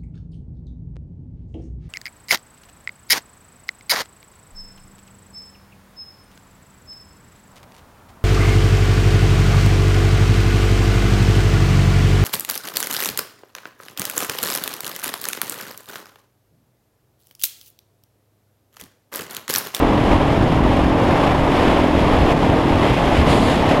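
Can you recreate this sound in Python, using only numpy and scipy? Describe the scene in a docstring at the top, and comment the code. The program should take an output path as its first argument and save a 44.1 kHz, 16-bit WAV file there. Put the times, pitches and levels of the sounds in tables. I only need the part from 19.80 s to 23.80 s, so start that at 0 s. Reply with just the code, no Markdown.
"""Dirt bike on open sand

A fast single-cylinder bike, heard from a microphone on the rider. Wind buffets and roars on
the microphone and half buries the exhaust, where each firing thuds and rings the pipe.
Engine speed wavers with the ground. Near the end a spray of sand grains hisses past."""
import sys
import numpy as np
from scipy import signal
from scipy.fft import rfft, irfft
from scipy.io import wavfile

SR = 44100
rng = np.random.default_rng(int(sys.argv[2]) if len(sys.argv) > 2 else 0)


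def store_wav(level_fs):
    """Save 16-bit WAV to argv[1]."""
    pcm = np.round(np.clip(np.atleast_2d(level_fs), -1, 1) * 32767)
    wavfile.write(sys.argv[1], SR, pcm.T.astype(np.int16))


N = 176400
TIME_S = np.arange(N) / SR
FREQ_HZ = np.fft.rfftfreq(N, 1 / SR)


def amp(db):
    """Decibels to gain."""
    return 10 ** (np.asarray(db) / 20)


def unit(x):
    """Scale to unit rms."""
    return x / np.sqrt(np.mean(x ** 2) + 1e-20)


def curve(rows, column=1):
    """One column of a time table, at every sample."""
    rows = np.asarray(rows)
    return np.interp(TIME_S, rows[:, 0], rows[:, column])


def colour(x, spectrum):
    """Filter by a (Hz, dB) table; unit rms."""
    hz, db = np.transpose(spectrum)
    gain = amp(np.interp(np.log(FREQ_HZ + 1), np.log(hz + 1), db))
    return unit(irfft(rfft(x) * gain, N))


def sand():
    """Thousands of tiny grain impacts merge into a fizz."""
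    # Each row: time in seconds, level in dB.
    level = [(0, -70), (3.1, -64), (3.38, -43), (3.44, -54), (3.5, -29.5), (3.58, -34), (3.7, -33),
             (3.8, -45), (3.85, -52), (3.9, -45), (4, -53)]
    # Each row: frequency in Hz, relative gain in dB.
    spectrum = [(1000, -15), (3000, 12), (4500, 9), (5800, -6), (7000, 3), (8200, -2), (10000, -2),
                (11800, -10), (13500, -21), (15000, -23)]
    grains_per_s, spread_db = 14000, 2
    hits = rng.random(N) < grains_per_s / SR
    polarity = np.sign(rng.standard_normal(N))
    grains = hits * polarity * amp(spread_db * rng.standard_normal(N))
    return colour(grains, spectrum) * amp(curve(level))


def eddies(top_hz):
    """Random flutter of the airflow, fading above top_hz, without slow drift."""
    shape = FREQ_HZ / (FREQ_HZ + top_hz / 10) / (1 + (FREQ_HZ / top_hz) ** 2)
    return unit(irfft(rfft(rng.standard_normal(N)) * shape, N))


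def wind():
    """Airflow on the microphone: low rumble and buffeting; roar, hiss and fizz shaken by shared eddies."""
    # Spectra. Each row: frequency in Hz, relative gain in dB.
    rumble = [(5, -30), (16, 3), (30, -1), (55, 2), (85, 3.5), (115, -4.5), (180, -10), (500, -48),
              (4000, -110)]
    buffet = [(40, -23), (85, -6), (120, 0), (165, 0), (210, -4), (350, -13.5), (700, -39), (2000, -87),
              (8000, -110)]
    roar = [(60, -13), (200, -4.5), (400, -0.5), (600, 0), (850, -2), (1080, -5), (1400, -14),
            (2000, -18.5), (4000, -57), (15000, -90)]
    hiss = [(500, -4.5), (1300, -3), (2000, 1), (2700, 0), (3400, -3), (4400, -13.5), (6000, -30.5),
            (12000, -60)]
    fizz = [(2500, -9.5), (4000, 2), (5100, 5.5), (5900, 0), (7000, -1), (8000, -4.5), (9800, -6.5),
            (11500, -7), (12400, -12), (13400, -18), (15000, -23)]
    # Each row: time in seconds, relative rumble level in dB, relative buffet level in dB.
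    low_levels = [(0, -21.5, -26), (.18, -26, -22), (.3, -20.5, -20.5), (.44, -24.5, -21),
                  (.67, -21.5, -18.5), (.8, -25, -20.5), (1, -18, -23), (1.2, -26, -22), (1.5, -23, -21),
                  (1.8, -23.5, -22.5), (2.25, -24, -22.5), (2.4, -20, -24), (2.6, -24.5, -21.5),
                  (2.95, -22.5, -24), (3.17, -23.5, -21.5), (3.4, -21, -21.5), (3.68, -24.5, -22),
                  (4, -28, -23)]
    # Each row: time in seconds, relative level in dB.
    roar_level = [(0.0, -18), (0.23, -21.5), (0.35, -16.5), (0.39, -23.5), (0.42, -18), (0.5, -21.0),
                  (0.71, -20.8), (1.11, -21), (1.26, -18), (1.42, -17.5), (1.6, -20), (1.91, -16.6),
                  (2.14, -22), (2.34, -16.5), (2.41, -21), (2.52, -16.5), (2.55, -22), (2.64, -19.5),
                  (3.0, -20.4), (3.04, -17.5), (3.16, -22.5), (3.21, -17.4), (3.43, -20.5), (3.53, -16.5),
                  (3.61, -19.9), (3.73, -19), (3.76, -21.3), (4.0, -17)]
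    hiss_level = [(0, -31), (.2, -31), (.345, -27.5), (.375, -31), (.52, -30), (.64, -31.5), (.75, -31),
                  (.81, -33), (.92, -30), (1.02, -30.5), (1.15, -33), (1.22, -29.5), (1.45, -28),
                  (1.66, -31), (1.73, -27.5), (1.85, -26), (2, -28.5), (2.12, -30.5), (2.21, -27.5),
                  (2.24, -30), (2.33, -27), (2.44, -29), (2.52, -26), (2.54, -32), (2.65, -28.5),
                  (2.72, -30.5), (2.98, -29), (3.04, -26), (3.15, -27.5), (3.32, -27.5), (3.38, -24.5),
                  (3.44, -29), (3.5, -24.5), (3.62, -29.5), (3.72, -26), (3.85, -28.5), (3.9, -24.5),
                  (4, -31)]
    flutter = eddies(top_hz=68.6)
    hiss_db = curve(hiss_level)
    fizz_swell_db = 1.06 * (hiss_db - hiss_db.mean())  # swells faster than the hiss

    def layer(spectrum, level_db, flutter_db=0):
        noise = rng.standard_normal(N) * amp(flutter_db * flutter)
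        return colour(noise, spectrum) * amp(level_db)

    return (layer(rumble, curve(low_levels) + 0.5)
            + layer(buffet, curve(low_levels, column=2) - 0.5)
            + layer(roar, curve(roar_level) + 1.43, flutter_db=0.82)
            + layer(hiss, hiss_db + 0.26, flutter_db=0.86)
            + layer(fizz, fizz_swell_db - 43, flutter_db=1))


def thumps():
    """Each big eddy pushes a few slow, uneven swings of pressure onto the microphone."""
    # Each row: centre time in seconds, level in dB, pitch in Hz.
    big_eddies = [(.06, -19, 42), (.34, -19, 81), (.61, -18, 115), (.88, -18, 55), (1.03, -17.5, 75),
                  (1.27, -21, 60), (1.63, -18, 65.5), (2.41, -13, 72), (2.71, -18.5, 88.5), (2.96, -17, 86),
                  (3.11, -19, 126), (3.4, -14, 78)]
    half_length_s, half_width_hz = 0.026, 23
    pressure = np.zeros(N)
    for centre_s, db, hz in big_eddies:
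        swell = np.exp(-((TIME_S - centre_s) / half_length_s) ** 2)
        band = np.exp(-((FREQ_HZ - hz) / half_width_hz) ** 2)
        swings = irfft(rfft(rng.standard_normal(N)) * band, N)
        pressure += amp(db) * unit(swings * swell) * np.sqrt(np.mean(swell ** 2))
    return pressure


def ring(x, hz, pole_width_hz):
    """Damped three-pole resonance that follows the curve hz and swells after each blow."""
    carrier = np.exp(2j * np.pi * np.cumsum(hz) / SR)
    pole = np.exp(-np.pi * pole_width_hz / SR)
    baseband = signal.lfilter([1], np.poly([pole, pole, pole]), x / carrier)
    return unit((carrier * baseband).imag)


def engine():
    """Each firing gives a pressure thud, rings the exhaust pipe and lets out a rasp of gas."""
    # Each row: time in seconds, firings per second.
    speed = [(0, 43), (.2, 42.2), (.52, 40.2), (.8, 40.9), (.93, 43.2), (1.23, 43.2), (1.3, 46.5),
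             (1.47, 46.7), (1.56, 45), (1.65, 47.2), (1.82, 45.3), (1.93, 42.4), (2.07, 42.1), (2.14, 44.6),
             (2.23, 42.6), (2.33, 43.6), (2.55, 41.3), (2.74, 43.2), (3.02, 42.3), (3.3, 38.5), (3.45, 39),
             (3.62, 38), (3.82, 34), (4, 37.4)]
    # Each row: time in seconds, engine gain in dB.
    throttle = [(0, -0.5), (.6, -5), (1.05, -1), (1.55, -6), (2, -1.5), (2.45, -4), (2.9, -1), (3.25, -8),
                (3.55, -2), (3.7, -4), (4, -3)]
    # Each row: nominal frequency in Hz, pole width in Hz, relative level in dB.
    pipe_modes = [(90, 75, -6), (283.4, 143, 18), (493, 100, -7), (740, 160, -28)]
    # The pipe note sags as the engine slows. Each row: time in seconds, share of nominal frequency.
    pipe_sag = [(3.0, 0.99), (3.6, 0.894), (3.9, 0.93), (4, 1)]
    # Each row: frequency in Hz, relative gain in dB.
    rasp_spectrum = [(100, -12), (400, 23.5), (900, -27.5), (1500, -16.5), (2800, -16.5), (5000, -40),
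                     (15000, -50)]
    jitter_s, spread_db = 0.00018, 0.5
    thud_decay_s, rasp_decay_cycles = 0.00056, 0.51
    pipe_db, thud_db, rasp_db = -19, -27, -41

    cycles = np.cumsum(curve(speed)) / SR
    starts = np.flatnonzero(np.diff(np.floor(cycles)))
    lateness, strength = rng.standard_normal((len(starts), 2)).T
    starts += np.round(lateness * jitter_s * SR).astype(int)
    firings = np.zeros(N)
    firings[np.clip(starts, 0, N - 1)] = amp(spread_db * strength)

    sag = curve(pipe_sag)
    pipe = unit(sum(amp(db) * ring(firings, hz * sag, width_hz) for hz, width_hz, db in pipe_modes))
    age = TIME_S[:SR // 20] / thud_decay_s
    pulse = age ** 3 * (4 - age) * np.exp(-age)
    thud = unit(signal.oaconvolve(firings, pulse)[:N])
    gas = rng.standard_normal(N) * np.exp(-(cycles % 1) / rasp_decay_cycles)
    rasp = colour(gas, rasp_spectrum)
    return amp(curve(throttle)) * (amp(rasp_db) * rasp - amp(pipe_db) * pipe - amp(thud_db) * thud)


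def scene():
    """Wind, sand and engine at one microphone."""
    return (wind() + thumps() + sand() + engine())[None]


def record(dry):
    """Steep low-pass band limit."""
    cutoff_hz = 15100
    lowpass = signal.firwin(511, cutoff_hz, window=("kaiser", 9), fs=SR)
    return signal.oaconvolve(dry, lowpass[None], "same")


dry = scene()
out = record(dry)
store_wav(out)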